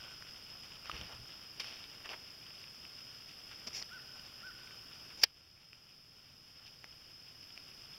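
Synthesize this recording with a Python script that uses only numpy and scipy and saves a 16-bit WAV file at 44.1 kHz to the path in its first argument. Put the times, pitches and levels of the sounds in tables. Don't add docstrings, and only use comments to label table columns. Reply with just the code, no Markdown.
import sys
import numpy as np
from scipy import signal
from scipy.fft import rfft, irfft
from scipy.io import wavfile
from scipy.ndimage import uniform_filter1d

SR = 44100
rng = np.random.default_rng(int(sys.argv[2]) if len(sys.argv) > 2 else 0)


def materialize(psi):
    bounded = np.clip(np.atleast_2d(psi).T, -1, 1)
    quanta = np.round(bounded * 32767).astype(np.int16)
    wavfile.write(sys.argv[1], SR, quanta)


N = 351918
TIME, HZ = np.arange(N) / SR, np.fft.rfftfreq(N, 1 / SR)


def gain_of(db):
    return 10 ** (np.asarray(db) / 20)


def evened(x):
    return x / np.sqrt(np.mean(x ** 2) + 1e-20)


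def read(points, hz):
    f, value = np.transpose(points)
    return np.interp(np.log(hz + 1), np.log(f + 1), value)


def bells(rows, hz):
    return sum(db / (1 + (2 * (hz - f) / width) ** 2) for f, width, db in rows)


def coloured(x, points):
    spectrum = rfft(x) * gain_of(read(points, np.fft.rfftfreq(len(x), 1 / SR)))
    return evened(irfft(spectrum, len(x)))


def add(mix, s, sound):
    part = mix[max(round(s * SR), 0):][:len(sound)]
    part += sound[:len(part)]


def decay(t, t60):
    return np.exp(-np.log(1000) * t / t60)


def stroke(t, length):
    return np.sqrt(np.maximum(np.sin(np.pi * np.minimum(t / length, 1)), 0))


def grit(count, per_s, spread_db):
    size = gain_of(spread_db * np.minimum(rng.exponential(1, count), 4))
    struck = rng.random(count) < per_s / SR
    return size * rng.choice([-1, 1], count) * struck


# frequency in Hz, density in dB per Hz.
HISS_SPECTRUM = [(20, -95), (60, -90), (120, -86), (200, -91.5), (300, -93.5), (500, -97), (950, -100.5),
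                 (1400, -99), (2000, -100), (3000, -99.5), (5000, -98.5), (9000, -98.5), (15500, -99)]
# frequency in Hz, width in Hz, lift in dB.
WHINE_PEAKS = [(5168, 175, 10), (4922, 250, 8)]
# time in seconds, gain in dB.
BREEZE_GAIN = [(0, 1.5), (2.5, -4.5), (5.1, -2), (7.9, 0)]


def hiss(flutter_hz=19.0, flutter=0.2, flutter_centre_hz=11400, flutter_width_hz=1300, rumble_hz=130):
    density_db = read(HISS_SPECTRUM, HZ) + bells(WHINE_PEAKS, HZ)
    spectrum = rfft(rng.standard_normal(N)) * gain_of(density_db) * np.sqrt(SR / 2)
    low_share = np.exp(-(HZ / rumble_hz) ** 2)
    breeze = gain_of(np.interp(TIME, *np.transpose(BREEZE_GAIN)))
    rumble = irfft(spectrum * low_share, N) * breeze
    steady = irfft(spectrum * (1 - low_share), N)
    top = irfft(spectrum * np.exp(-((HZ - flutter_centre_hz) / flutter_width_hz) ** 2), N)
    return rumble + steady + flutter * top * np.sin(2 * np.pi * flutter_hz * TIME)


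START_M, SPEED_M_PER_S = 12.8, 1.0


def nearness():
    return START_M / (START_M + SPEED_M_PER_S * TIME)


# frequency in Hz, relative level in dB.
GRAVEL_COLOUR = [(100, 1.5), (400, -1), (900, -2.5), (1400, 1), (2000, -5.5), (3200, 3), (5000, -9.5),
                 (8000, 3.5), (15000, -21)]
TYRES_DB = -60.5


def tyres(clump_db=3.0, cycles=0.92):
    t, ticks = np.arange(256) / SR, np.zeros(N)
    for hz in np.geomspace(600, 7000, num=10):
        tick = np.sin(2 * np.pi * hz * t) * np.exp(-hz * t / cycles)
        pebbles = np.convolve(grit(N, per_s=200, spread_db=3.5), tick)[:N]
        ticks += evened(pebbles) * np.sqrt(hz)
    knots = np.linspace(0, TIME[-1], num=200)
    clumps = np.interp(TIME, knots, rng.standard_normal(len(knots)))
    return coloured(ticks, GRAVEL_COLOUR) * nearness() * gain_of(TYRES_DB + clump_db * clumps)


def woods(x, t60, gap=0.031):
    t = np.arange(SR) / SR
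    taps = grit(SR, per_s=900, spread_db=-1.0) * decay(t, t60) * np.minimum(t / gap, 1)
    return signal.fftconvolve(x, taps / np.linalg.norm(taps))[:len(x)]


# start in seconds, level in dB.
CALLS = [(-.2, -50), (3.889, -52), (4.409, -50.5)]
NOTE_S, TOP_HZ, SAG, CLEAR, BREAK = .117, 1533, .34, .68, .78


def bird(throat_hz=1580, throat_width_hz=700, second=0.8, echo_db=-5):
    t = np.arange(0, NOTE_S, 1 / SR)
    from_top = abs(2 * t / NOTE_S - 1)
    register = uniform_filter1d(np.where(from_top < CLEAR, 1., BREAK), size=220)
    hz = TOP_HZ * (1 - SAG * from_top ** 2) * register
    turns = np.cumsum(hz) / SR
    note = np.zeros(len(t))
    for harmonic, size in [(1, 1), (2, second)]:
        throat = np.exp(-(2 * (harmonic * hz - throat_hz) / throat_width_hz) ** 2)
        note += size * np.sin(2 * np.pi * harmonic * turns) * throat
    calls = np.zeros(N + SR)
    for s, db in CALLS:
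        add(calls, s + 1, gain_of(db) * np.sqrt(2) * note * stroke(t, t[-1]))
    echoes = woods(calls, t60=2.1, gap=0.043)
    return (calls + gain_of(echo_db) * echoes)[SR:]


def stone(hz, t60, crack=0.36, crack_t60=0.011, dull_db=-10):
    t = np.arange(2048) / SR
    ring = np.sin(2 * np.pi * hz * t) * decay(t, t60)
    spit_colour = [(400, dull_db), (1300, 0.73), (6000, -1.5), (10000, dull_db)]  # Hz, dB
    spit = coloured(rng.choice([-1., 1.], len(t)), spit_colour)
    return ring + crack * spit * decay(t, crack_t60)


# start in seconds, level of the ring in dB, ring in Hz.
CRACKS = [(.224, -37.5, 1740), (.8573, -37, 1390), (.9152, -33, 2970), (.9658, -36, 2800),
          (1.013, -33.5, 3120), (1.6443, -35, 1470), (1.8405, -35, 3800), (2.0583, -34, 1610),
          (2.0915, -33, 2820), (2.4657, -42, 3040), (2.6407, -42, 2620), (2.8517, -40, 2800),
          (5.731, -33.5, 2600), (6.8428, -31.5, 2030), (7.5764, -34, 2400)]
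# start in seconds, level of the ring in dB, ring in Hz.
HOLLOW_CLOPS = [(.8968, -29, 1240), (6.8435, -47, 625)]
CLOP_T60_S, STONE_T60_S = 0.022, 0.0051
FLICKS_PER_S, FLICK_DB, FLICK_HZ = 2.5, -43, 2860


def stones(spread_db=3.0, spread_octaves=0.34):
    loud, flicks = np.zeros(N), np.zeros(N)
    for rows, t60 in [(HOLLOW_CLOPS, CLOP_T60_S), (CRACKS, STONE_T60_S)]:
        for s, db, hz in rows:
            add(loud, s, gain_of(db) * stone(hz, t60))
    for when, size, pitch in rng.uniform(-1, 1, (round(FLICKS_PER_S * TIME[-1]), 3)):
        flick = stone(FLICK_HZ * 2 ** (spread_octaves * pitch), STONE_T60_S)
        add(flicks, TIME[-1] * (when + 1) / 2, gain_of(FLICK_DB + spread_db * size) * flick)
    return loud + flicks * nearness()


def crunch(length, centre_hz, rise=0.18, skirt_db=5, deepest_db=21):
    t = np.arange(16384) / SR
    octaves = np.log2((np.fft.rfftfreq(len(t), 1 / SR) + 1) / centre_hz)
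    colour_db = -deepest_db * np.tanh(skirt_db * octaves ** 2 / deepest_db)
    clicks = grit(len(t), per_s=2200, spread_db=2.5)
    grains = evened(irfft(rfft(clicks) * gain_of(colour_db)))
    return grains * np.minimum(t / (rise * length), 1) * np.exp(-(t / length) ** 3)


# start in seconds, length in seconds, level in dB,
# centre of the grit in Hz, dull push under the grit in dB relative to it.
HOOF_SCUFFS = [(0.839, .08, -54.5, 2400, -10), (0.913, .16, -52, 2520, -4.5), (1.08, 0.083, -56, 1100, -3),
               (1.595, 0.024, -39.5, 3280, -13.5), (1.607, 0.21, -52, 3100, -10),
               (2.041, 0.041, -51, 1590, -7), (2.09, 0.057, -50.5, 2600, 0.5), (2.13, .017, -47, 1310, -5),
               (3.28, 0.042, -58.5, 2800, -18), (3.508, .03, -54, 1790, -14),
               (5.095, 0.036, -56.5, 1990, -14), (6.659, 0.024, -50.5, 3100, -18),
               (7.424, 0.023, -56.5, 3800, -18)]
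PUSH_HZ = 610
FIRST_STEP_S, STEP_S, STEP_JITTER_S = .28, .331, .015
STEP_LENGTH_S, STEP_DB, STEP_HZ = 0.054, -59.5, 2430


def hooves():
    steps, scuffs = np.zeros(N), np.zeros(N)
    for s in np.arange(FIRST_STEP_S, TIME[-1], STEP_S):
        step = gain_of(STEP_DB) * crunch(STEP_LENGTH_S, STEP_HZ)
        add(steps, s + STEP_JITTER_S * rng.standard_normal(), step)
    for s, length, db, centre_hz, push_db in HOOF_SCUFFS:
        push = gain_of(push_db) * crunch(length, PUSH_HZ)
        add(scuffs, s, gain_of(db) * (crunch(length, centre_hz) + push))
    return steps * nearness() + scuffs


# start in seconds, length in seconds, level in dB, swing in Hz.
SOFT_BUFFETS = [(0.919, 0.064, -52.5, 70), (.985, 0.085, -52.5, 62.4), (1.124, .05, -59, 50),
                (1.181, .06, -57.5, 115)]


def buffets(rough=0.92):
    out, t = np.zeros(N), np.arange(8192) / SR
    eddy_colour = [(20, -3), (90, 4.0), (350, -12.0), (1500, -33)]  # Hz, dB
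    for s, length, db, hz in SOFT_BUFFETS:
        eddies = coloured(rng.standard_normal(len(t)), eddy_colour)
        swing = np.sin(2 * np.pi * hz * t)
        add(out, s, gain_of(db) * stroke(t, length) * (swing + rough * eddies))
    return out


# start in seconds, length in seconds, level in dB,
# share of case knock in the power from 0 to 1.
FINGER_RUBS = [(3.666, .024, -43, 0.2), (3.6706, 0.01, -56, .7), (3.728, 0.084, -43.5, 0.03),
               (3.744, 0.033, -47, 0), (3.809, 0.024, -47.5, 0.3), (5.173, 0.047, -53.5, .1),
               (5.213, 0.026, -42.5, 0.03)]
# frequency in Hz, relative level in dB.
SLIDE_COLOUR = [(100, -9), (1200, -19), (2200, -1.5), (3200, -6), (4600, -0.5), (5700, 5), (7000, 4),
                (8500, -10), (15000, -11.5)]
# frequency in Hz, relative level in dB.
KNOCK_COLOUR = [(60, 5), (250, 7), (700, 9), (1200, 3), (2000, -4.5), (3000, -12), (5000, -1), (8000, -12),
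                (15000, -28)]


def fingers():
    out, t = np.zeros(N), np.arange(8192) / SR
    for s, length, db, share in FINGER_RUBS:
        slide = coloured(grit(len(t), per_s=6000, spread_db=3), SLIDE_COLOUR)
        knock = coloured(rng.choice([-1., 1.], len(t)), KNOCK_COLOUR)
        rub = np.sqrt(1 - share) * slide + np.sqrt(share) * knock
        add(out, s, gain_of(db) * stroke(t, length) * rub)
    return out


# start in seconds, level in dB, factor on the ring time.
PLASTIC_CATCHES = [(3.6722, -38, .4), (3.825, -33, 0.48), (5.2322, -19, 0.62), (5.2353, -6.5, 0.94),
                   (5.2378, -0.5, 0.96), (5.2391, -16, 0.64)]
# frequency in Hz, level in dB, t60 in seconds before a catch's factor.
CASE_MODES = [(605, -18, 0.022), (905, -29, 0.034), (1980, -17.5, 0.014), (2530, -25.5, 0.012),
              (2800, -31, 0.038), (3240, -26.5, 0.038), (3940, -24.5, 0.053), (4760, -3, 0.01),
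              (5000, -2.5, 0.01), (5560, -5, 0.012)]
# frequency in Hz, relative level in dB.
SNAP_COLOUR = [(20, -38), (170, -20), (350, -1), (600, -1), (1200, -4.5), (1900, 8), (3000, -2.5),
               (4200, 12), (5500, 0), (7500, 6), (15000, -17)]


def snap(crack_db=-4, crack_t60=0.02, echo_db=-24, echo_t60=0.083):
    out, t = np.zeros(N), np.arange(4096) / SR
    for s, db, hold in PLASTIC_CATCHES:
        ring = np.zeros(len(t))
        for hz, mode_db, t60 in CASE_MODES:
            ring += gain_of(mode_db) * decay(t, t60 * hold) * np.sin(2 * np.pi * hz * t)
        crack = coloured(rng.choice([-1., 1.], len(t)), SNAP_COLOUR) * decay(t, crack_t60 * hold)
        add(out, s, gain_of(db) * (ring + gain_of(crack_db) * crack))
    out = signal.sosfilt(signal.butter(2, 420, "highpass", fs=SR, output="sos"), out)
    dull = signal.sosfilt(signal.butter(2, 3000, fs=SR, output="sos"), out)
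    return out + gain_of(echo_db) * woods(dull, t60=echo_t60, gap=0.0039)


def scene(road_echo_db=-15):
    road = tyres() + stones() + hooves()
    road += gain_of(road_echo_db) * woods(road, t60=0.76)
    at_camera = hiss() + buffets() + fingers() + snap()
    return (road + bird() + at_camera)[None]


# frequency in Hz, width in Hz, gain in dB.
CAVITY_BELLS = [(1350, 160, 2), (2830, 1120, 6.5), (4052, 243, -15.5), (5196, 870, 11.5), (5850, 350, 4),
                (6320, 355, -15.5), (7850, 530, -11), (10200, 590, -7.5), (11300, 1350, 4)]
# frequency in Hz, gain in dB.
CAVITY_SLOPE = [(20, -0.5), (4500, -2), (6000, -3), (7000, -9), (8500, -11.5), (15500, -11.5)]


def cavity(x):
    hz = np.fft.rfftfreq(4096, 1 / SR)
    log_gain = np.log(gain_of(read(CAVITY_SLOPE, hz) + bells(CAVITY_BELLS, hz)))
    circle = np.r_[log_gain, log_gain[-2:0:-1]]
    taps = np.fft.ifft(np.exp(np.conj(signal.hilbert(circle)))).real
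    return signal.oaconvolve(x, taps[:len(taps) // 2])[:N]


# frequency in Hz, relative level in dB.
LOW_NOISE_COLOUR = [(20, -7), (60, -3), (130, 0), (250, -13.5), (1000, -43)]
LOW_NOISE_DB = -72
EDGE_HZ = 15850


def record(dry, threshold_db=-30, range_db=9.0, recovery_db_per_s=3.0, ceiling=0.25):
    power_db = 10 * np.log10(abs(uniform_filter1d(dry[0] ** 2, size=300)) + 1e-12)
    wanted_db = np.clip(power_db - threshold_db, 0, range_db)
    ramp_db = TIME * recovery_db_per_s
    duck_db = np.maximum.accumulate(wanted_db + ramp_db) - ramp_db
    heard = ceiling * np.tanh(cavity(dry[0] / gain_of(duck_db)) / ceiling)
    heard += gain_of(LOW_NOISE_DB) * coloured(rng.standard_normal(N), LOW_NOISE_COLOUR)
    low_pass = signal.firwin(511, EDGE_HZ, window=("kaiser", 9), fs=SR)
    return signal.oaconvolve(heard, low_pass, "same")[None]


dry = scene()
out = record(dry)
materialize(out)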